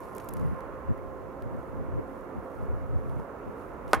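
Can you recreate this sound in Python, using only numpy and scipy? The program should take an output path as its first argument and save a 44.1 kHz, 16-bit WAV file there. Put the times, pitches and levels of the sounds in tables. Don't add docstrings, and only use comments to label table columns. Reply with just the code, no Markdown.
import sys
import numpy as np
from scipy import signal
from scipy.io import wavfile

SR = 44100
rng = np.random.default_rng(int(sys.argv[2]) if len(sys.argv) > 2 else 0)


def store_wav(level_fs):
    pcm = np.round(np.clip(np.atleast_2d(level_fs), -1, 1) * 32767)
    wavfile.write(sys.argv[1], SR, pcm.T.astype(np.int16))


N = 176400

# (frequency [Hz], level [dB])
HISS_COLOUR = [(2000, 6), (4000, 1), (5200, -1), (6400, 1.5), (8000, -2), (10000, -1), (12500, 0.5),
               (15500, 0)]
# (frequency [Hz], level [dB])
ROAD_COLOUR = [(25, -12), (55, 3), (110, -4), (170, -3.5), (300, 1), (480, 4.5), (780, -5), (1000, -3),
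               (1350, -6.5), (1700, -17), (2200, -21), (3000, -36), (4500, -57.5), (8000, -100)]
# (time [s], level [dB])
ROAD_LEVELS = [(0, -42), (.6, -42.5), (1.1, -42.5), (1.9, -42), (3, -42.5), (4, -41)]
# (frequency [Hz], likeness [0 to 1])
ROAD_LIKENESS = [(50, 0.99), (250, 0.94), (500, 0.62), (900, 0.77), (1400, 0.38), (2500, 0.2)]
# (time [s], level [dB])
TYRE_BOOST = [(0, 0.5), (.6, 3.5), (1.1, -1), (2.1, 0.5), (2.8, 0.4), (3.3, .5), (4, 0.5)]
# (pitch [Hz], wander [Hz], level [dB], peak time [s], drop 1 s from the peak [dB])
VEHICLE_TONES = [(527.6, 2.96, -50.5, 1.6, 1.8), (1050, 3.1, -53, 0.34, 3.6), (275.2, 1.68, -53, 2.14, 3),
                 (221, 1.27, -56.5, 1.85, 6.2)]
# (peak time [s], length [s], level [dB], upper edge [Hz])
WIND_GUSTS = [(0.305, 0.032, -38, 170), (0.444, 0.12, -26, 182), (0.522, 0.05, -29, 178),
              (0.753, .07, -43, 130), (0.904, 0.04, -23, 178), (1.05, 0.31, -44.5, 139),
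              (1.46, 0.045, -31.5, 139), (1.558, 0.062, -33.5, 189), (1.79, 0.11, -33, 157),
              (1.95, 0.095, -28, 130), (1.988, 0.02, -29, 427), (2.378, 0.023, -26, 158),
              (2.622, 0.072, -34, 156), (2.73, 0.075, -28.5, 112), (2.837, 0.043, -31.5, 131),
              (2.946, 0.081, -26, 112), (3.103, 0.11, -31.5, 145), (3.19, 0.046, -30, 146),
              (3.483, 0.028, -34, 258), (3.88, 0.049, -39.5, 140), (3.994, .06, -30, 130)]
# (time [s], level [dB], fade time [s], treble tilt [dB per octave])
HAND_TICKS = [(.005, -52, .01, 6), (.1505, -47.5, 0.018, 6), (.1595, -48, .015, 1), (.1665, -44, 0.011, 4),
              (0.182, -39, 0.011, -0.5), (0.2, -47.5, .025, -4), (0.245, -51, .012, 9),
              (.258, -54, .012, -2), (.288, -39, 0.02, 2), (.291, -46, 0.012, 4), (.3372, -38, 0.0075, 9),
              (0.3691, -46, .014, -3), (.397, -50, 0.013, 1), (.411, -56, 0.012, 1),
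              (0.6064, -47, 0.0059, -4), (.978, -61, .005, 7), (1.423, -46.5, 0.0038, -3.5),
              (2.21, -54, .006, 0), (3.0957, -52, .007, -4), (3.199, -56, .006, 0)]
# (frequency [Hz], level [dB])
HAND_COLOUR = [(300, 11), (1200, -5), (2500, 0.5), (4000, -9), (6500, -0.5), (8500, -9), (11000, -2),
               (13000, -3), (16000, -14)]
# (time [s], level [dB])
SLEEVE_LEVELS = [(0, -69), (.12, -69.5), (.3, -70), (.5, -73.5), (.75, -88), (1.45, -89), (1.62, -76),
                 (1.9, -94), (2.15, -76), (2.3, -88), (2.6, -76), (2.75, -87), (3.1, -78.5), (3.19, -74),
                 (3.3, -90), (3.52, -83), (3.61, -73.5), (3.8, -88), (3.91, -76)]
# (frequency [Hz], level [dB])
SLEEVE_COLOUR = [(3000, -6.5), (6500, -7.5), (8500, -9), (11200, -1), (13000, -9.5), (16000, -18)]
# (frequency [Hz], level [dB])
SHOE_COLOUR = [(2000, 7), (4000, -4), (7000, -6), (11000, 0), (16000, -10)]
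# (frequency [Hz], level [dB])
ECHO_COLOUR = [(120, -15), (250, 8.5), (600, -0.5), (1300, 6), (2000, -3.5), (2800, -24), (3800, -25),
               (7000, -22), (10000, -11), (16000, -27)]
# (frequency [Hz], fade time [s])
ECHO_FADES = [(200, 0.13), (600, 0.14), (1400, 0.15), (2800, 0.3), (5000, 0.13), (10000, 0.067)]
# (time [s], level [dB])
RATTLE_CLACKS = [(3.88, -45.5), (3.9153, -49), (3.9327, -17), (3.9355, -37), (3.943, -29.5), (3.948, -25),
                 (3.9487, -33.5), (3.9565, -42)]
# (frequency [Hz], level [dB])
RATTLE_COLOUR = [(800, 14), (2500, 6), (4000, -8), (5200, 11.5), (7300, -16), (9300, 2), (12000, -10),
                 (16000, -26)]
# (time [s], level [dB])
BOARD_BLOWS = [(3.9328, 1.5), (3.9437, -24), (3.9486, -24.5)]
# (pitch [Hz], level [dB], fade time [s])
DECK_NOTES = [(230, -42, 0.088), (322, -36.5, .06), (408, -27, 0.049), (614, -21.5, 0.041),
              (794, -22, 0.087), (1060, -22.5, 0.091), (1110, -27, 0.11), (1232, -12, 0.037),
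              (1357, -33, 0.11), (1485, -15, 0.037), (1642, -32, 0.099), (1800, -41, 0.077),
              (2002, -37, 0.076), (2160, -34, 0.067), (2640, -33, 0.038), (3230, -40, 0.096)]

TIME = np.arange(N) / SR
HIT_S = BOARD_BLOWS[0][0]


def from_db(db):
    return 10 ** (np.asarray(db) / 20)


def unit_power(x):
    return x / np.sqrt(np.mean(x ** 2) + 1e-20)


def level(rows):
    return from_db(np.interp(TIME, *np.transpose(rows)))


def at_hz(rows, hz):
    frequencies, values = np.transpose(rows)
    return np.interp(np.log(hz), np.log(frequencies), values)


def pan(db):
    return from_db(np.array([[db], [-db]]) / 2)


def drift(rate_hz):
    memory = np.exp(-80 * np.pi * rate_hz / SR)
    steps = rng.standard_normal(N // 40 + 2002)
    slow = signal.lfilter([1], [1, -2 * memory, memory ** 2], steps)[2000:]
    return np.interp(np.arange(N) / 40, np.arange(len(slow)), unit_power(slow))


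def stereo(pair, likeness):
    return np.sqrt(1 + likeness) * pair[0] + np.sqrt(1 - likeness) * pair[1] * np.array([[1], [-1]])


def decay(start_s, fade_s):
    age = TIME - start_s
    return (age >= 0) * from_db(-60 * np.clip(age / fade_s, 0, 4))


def ring(push, hz, fade_s):
    shrink = np.exp(-np.log(1000) / (fade_s * SR))
    turn = 2 * np.pi * hz / SR
    return signal.lfilter([0, np.sin(turn)], [1, -2 * shrink * np.cos(turn), shrink ** 2], push + 1e-18)


def noise(colour, likeness, shape=lambda hz: 1):
    edges = 22 * 2 ** (np.arange(30) / 3)
    white = rng.standard_normal((2, 2, N))
    steady = shaped = 0
    for k, (low, high) in enumerate(zip(edges, edges[1:])):
        if high < colour[0][0] or low > colour[-1][0]:
            continue
        hz = np.sqrt(low * high)
        pair = signal.sosfilt(signal.butter(3, [low, high], "band", fs=SR, output="sos"), white[k % 2])
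        alike = at_hz(likeness, hz) if np.ndim(likeness) else likeness
        band = from_db(at_hz(colour, hz)) * stereo(pair, alike)
        steady += band
        shaped += band * shape(hz)
    return shaped / np.std(steady)


def hiss():
    return from_db(-71) * noise(HISS_COLOUR, likeness=0.12)


def traffic(flicker_db=0.78, treble_hz=950):
    def flicker(hz):
        return from_db(flicker_db * drift(13)) * (level(TYRE_BOOST) if hz > treble_hz else 1)
    road = level(ROAD_LEVELS) * noise(ROAD_COLOUR, ROAD_LIKENESS, flicker)
    for hz, wander_hz, db, peak_s, drop_db in VEHICLE_TONES:
        phase = 2 * np.pi * np.cumsum(hz + wander_hz * drift(8.1)) / SR
        swell = from_db(db - drop_db * (TIME - peak_s) ** 2 + 1.2 * drift(5.8))
        road += np.sqrt(2) * np.sin(phase) * swell
    return road * pan(-5)


def wind(breeze_db=-50, breeze_hz=130, lowest_hz=40.3):
    def rumble(edge_hz):
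        white = rng.standard_normal((2, N))
        bass = signal.sosfilt(signal.butter(3, edge_hz, fs=SR, output="sos"), white)
        return unit_power(signal.sosfilt(signal.butter(2, lowest_hz, "high", fs=SR, output="sos"), bass))
    air = from_db(breeze_db + 2.4 * drift(1.7)) * rumble(breeze_hz)
    for peak_s, length_s, db, edge_hz in WIND_GUSTS:
        swell = np.exp(-2 * np.minimum(((TIME - peak_s) / length_s) ** 2, 20))
        air += from_db(db) * swell * rumble(edge_hz)
    return stereo(air, likeness=-0.95) / np.sqrt(2)


def handling(grit_db=3, tilt_pivot_hz=7000, case_hz=11560):
    def tick_volume(hz):
        octaves = np.log2(max(hz / tilt_pivot_hz, 1 / 8))
        return from_db(tick_db - 2 + tilt * octaves) @ fades
    _, tick_db, _, tilt = np.transpose(HAND_TICKS)
    fades = np.array([decay(start_s, fade_s) for start_s, _, fade_s, _ in HAND_TICKS])
    ticks = noise(HAND_COLOUR, likeness=0.71, shape=tick_volume)
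    rustle = level(SLEEVE_LEVELS) * from_db(grit_db * drift(150)) * noise(SLEEVE_COLOUR, likeness=0.6)
    touch = ticks + rustle
    return touch + from_db(-2) * signal.lfilter(*signal.iirpeak(case_hz, Q=8.4, fs=SR), touch)


def wheel_tap(start_s=3.1978, hz=940):
    knock = decay(start_s, fade_s=0.021) * np.sin(2 * np.pi * hz * (TIME - start_s))
    return from_db(-29) * signal.lfilter(*signal.butter(2, 2 * hz, fs=SR), knock)


def shoe_scuff(start_s=3.88):
    scraping = (TIME > start_s) & (TIME < HIT_S)
    return scraping * from_db(-65 + 2 * drift(90)) * noise(SHOE_COLOUR, likeness=1)


def street_echo(rise_s=0.0017):
    rise = np.clip((TIME - HIT_S) / rise_s, 0, 1)
    wash = noise(ECHO_COLOUR, likeness=0.8, shape=lambda hz: decay(HIT_S, at_hz(ECHO_FADES, hz)))
    return from_db(-24) * rise * wash


def rattle():
    bursts = sum(from_db(db) * decay(start_s, fade_s=0.0053) for start_s, db in RATTLE_CLACKS)
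    return bursts * noise(RATTLE_COLOUR, likeness=0.9)


def board_hit(contact_hz=5900, slap_hz=570, slap_width_hz=1030, deck_lag_s=0.001386):
    clicks = np.zeros(N)
    for start_s, db in BOARD_BLOWS:
        clicks[int(start_s * SR)] += from_db(db)
    blows = signal.lfilter(*signal.butter(1, contact_hz, fs=SR), clicks + 1e-18)
    slap = from_db(22) * signal.lfilter(*signal.iirpeak(slap_hz, slap_hz / slap_width_hz, fs=SR), blows)
    deck_push = np.roll(blows, int(deck_lag_s * SR))
    deck = sum(from_db(db + 0.5) * ring(deck_push, hz, fade_s) for hz, db, fade_s in DECK_NOTES)
    return slap + deck


def scene():
    background = traffic() + wind() + handling()
    skateboard = wheel_tap() + board_hit() + rattle() + street_echo() + shoe_scuff()
    return background + skateboard * pan(-3) + hiss()


def record(dry, ceiling=0.57, cutoff_hz=15900):
    rounded = ceiling * np.tanh(dry / ceiling)
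    return signal.sosfilt(signal.ellip(10, 0.1, 80, cutoff_hz, fs=SR, output="sos"), rounded)


dry = scene()
out = record(dry)
store_wav(out)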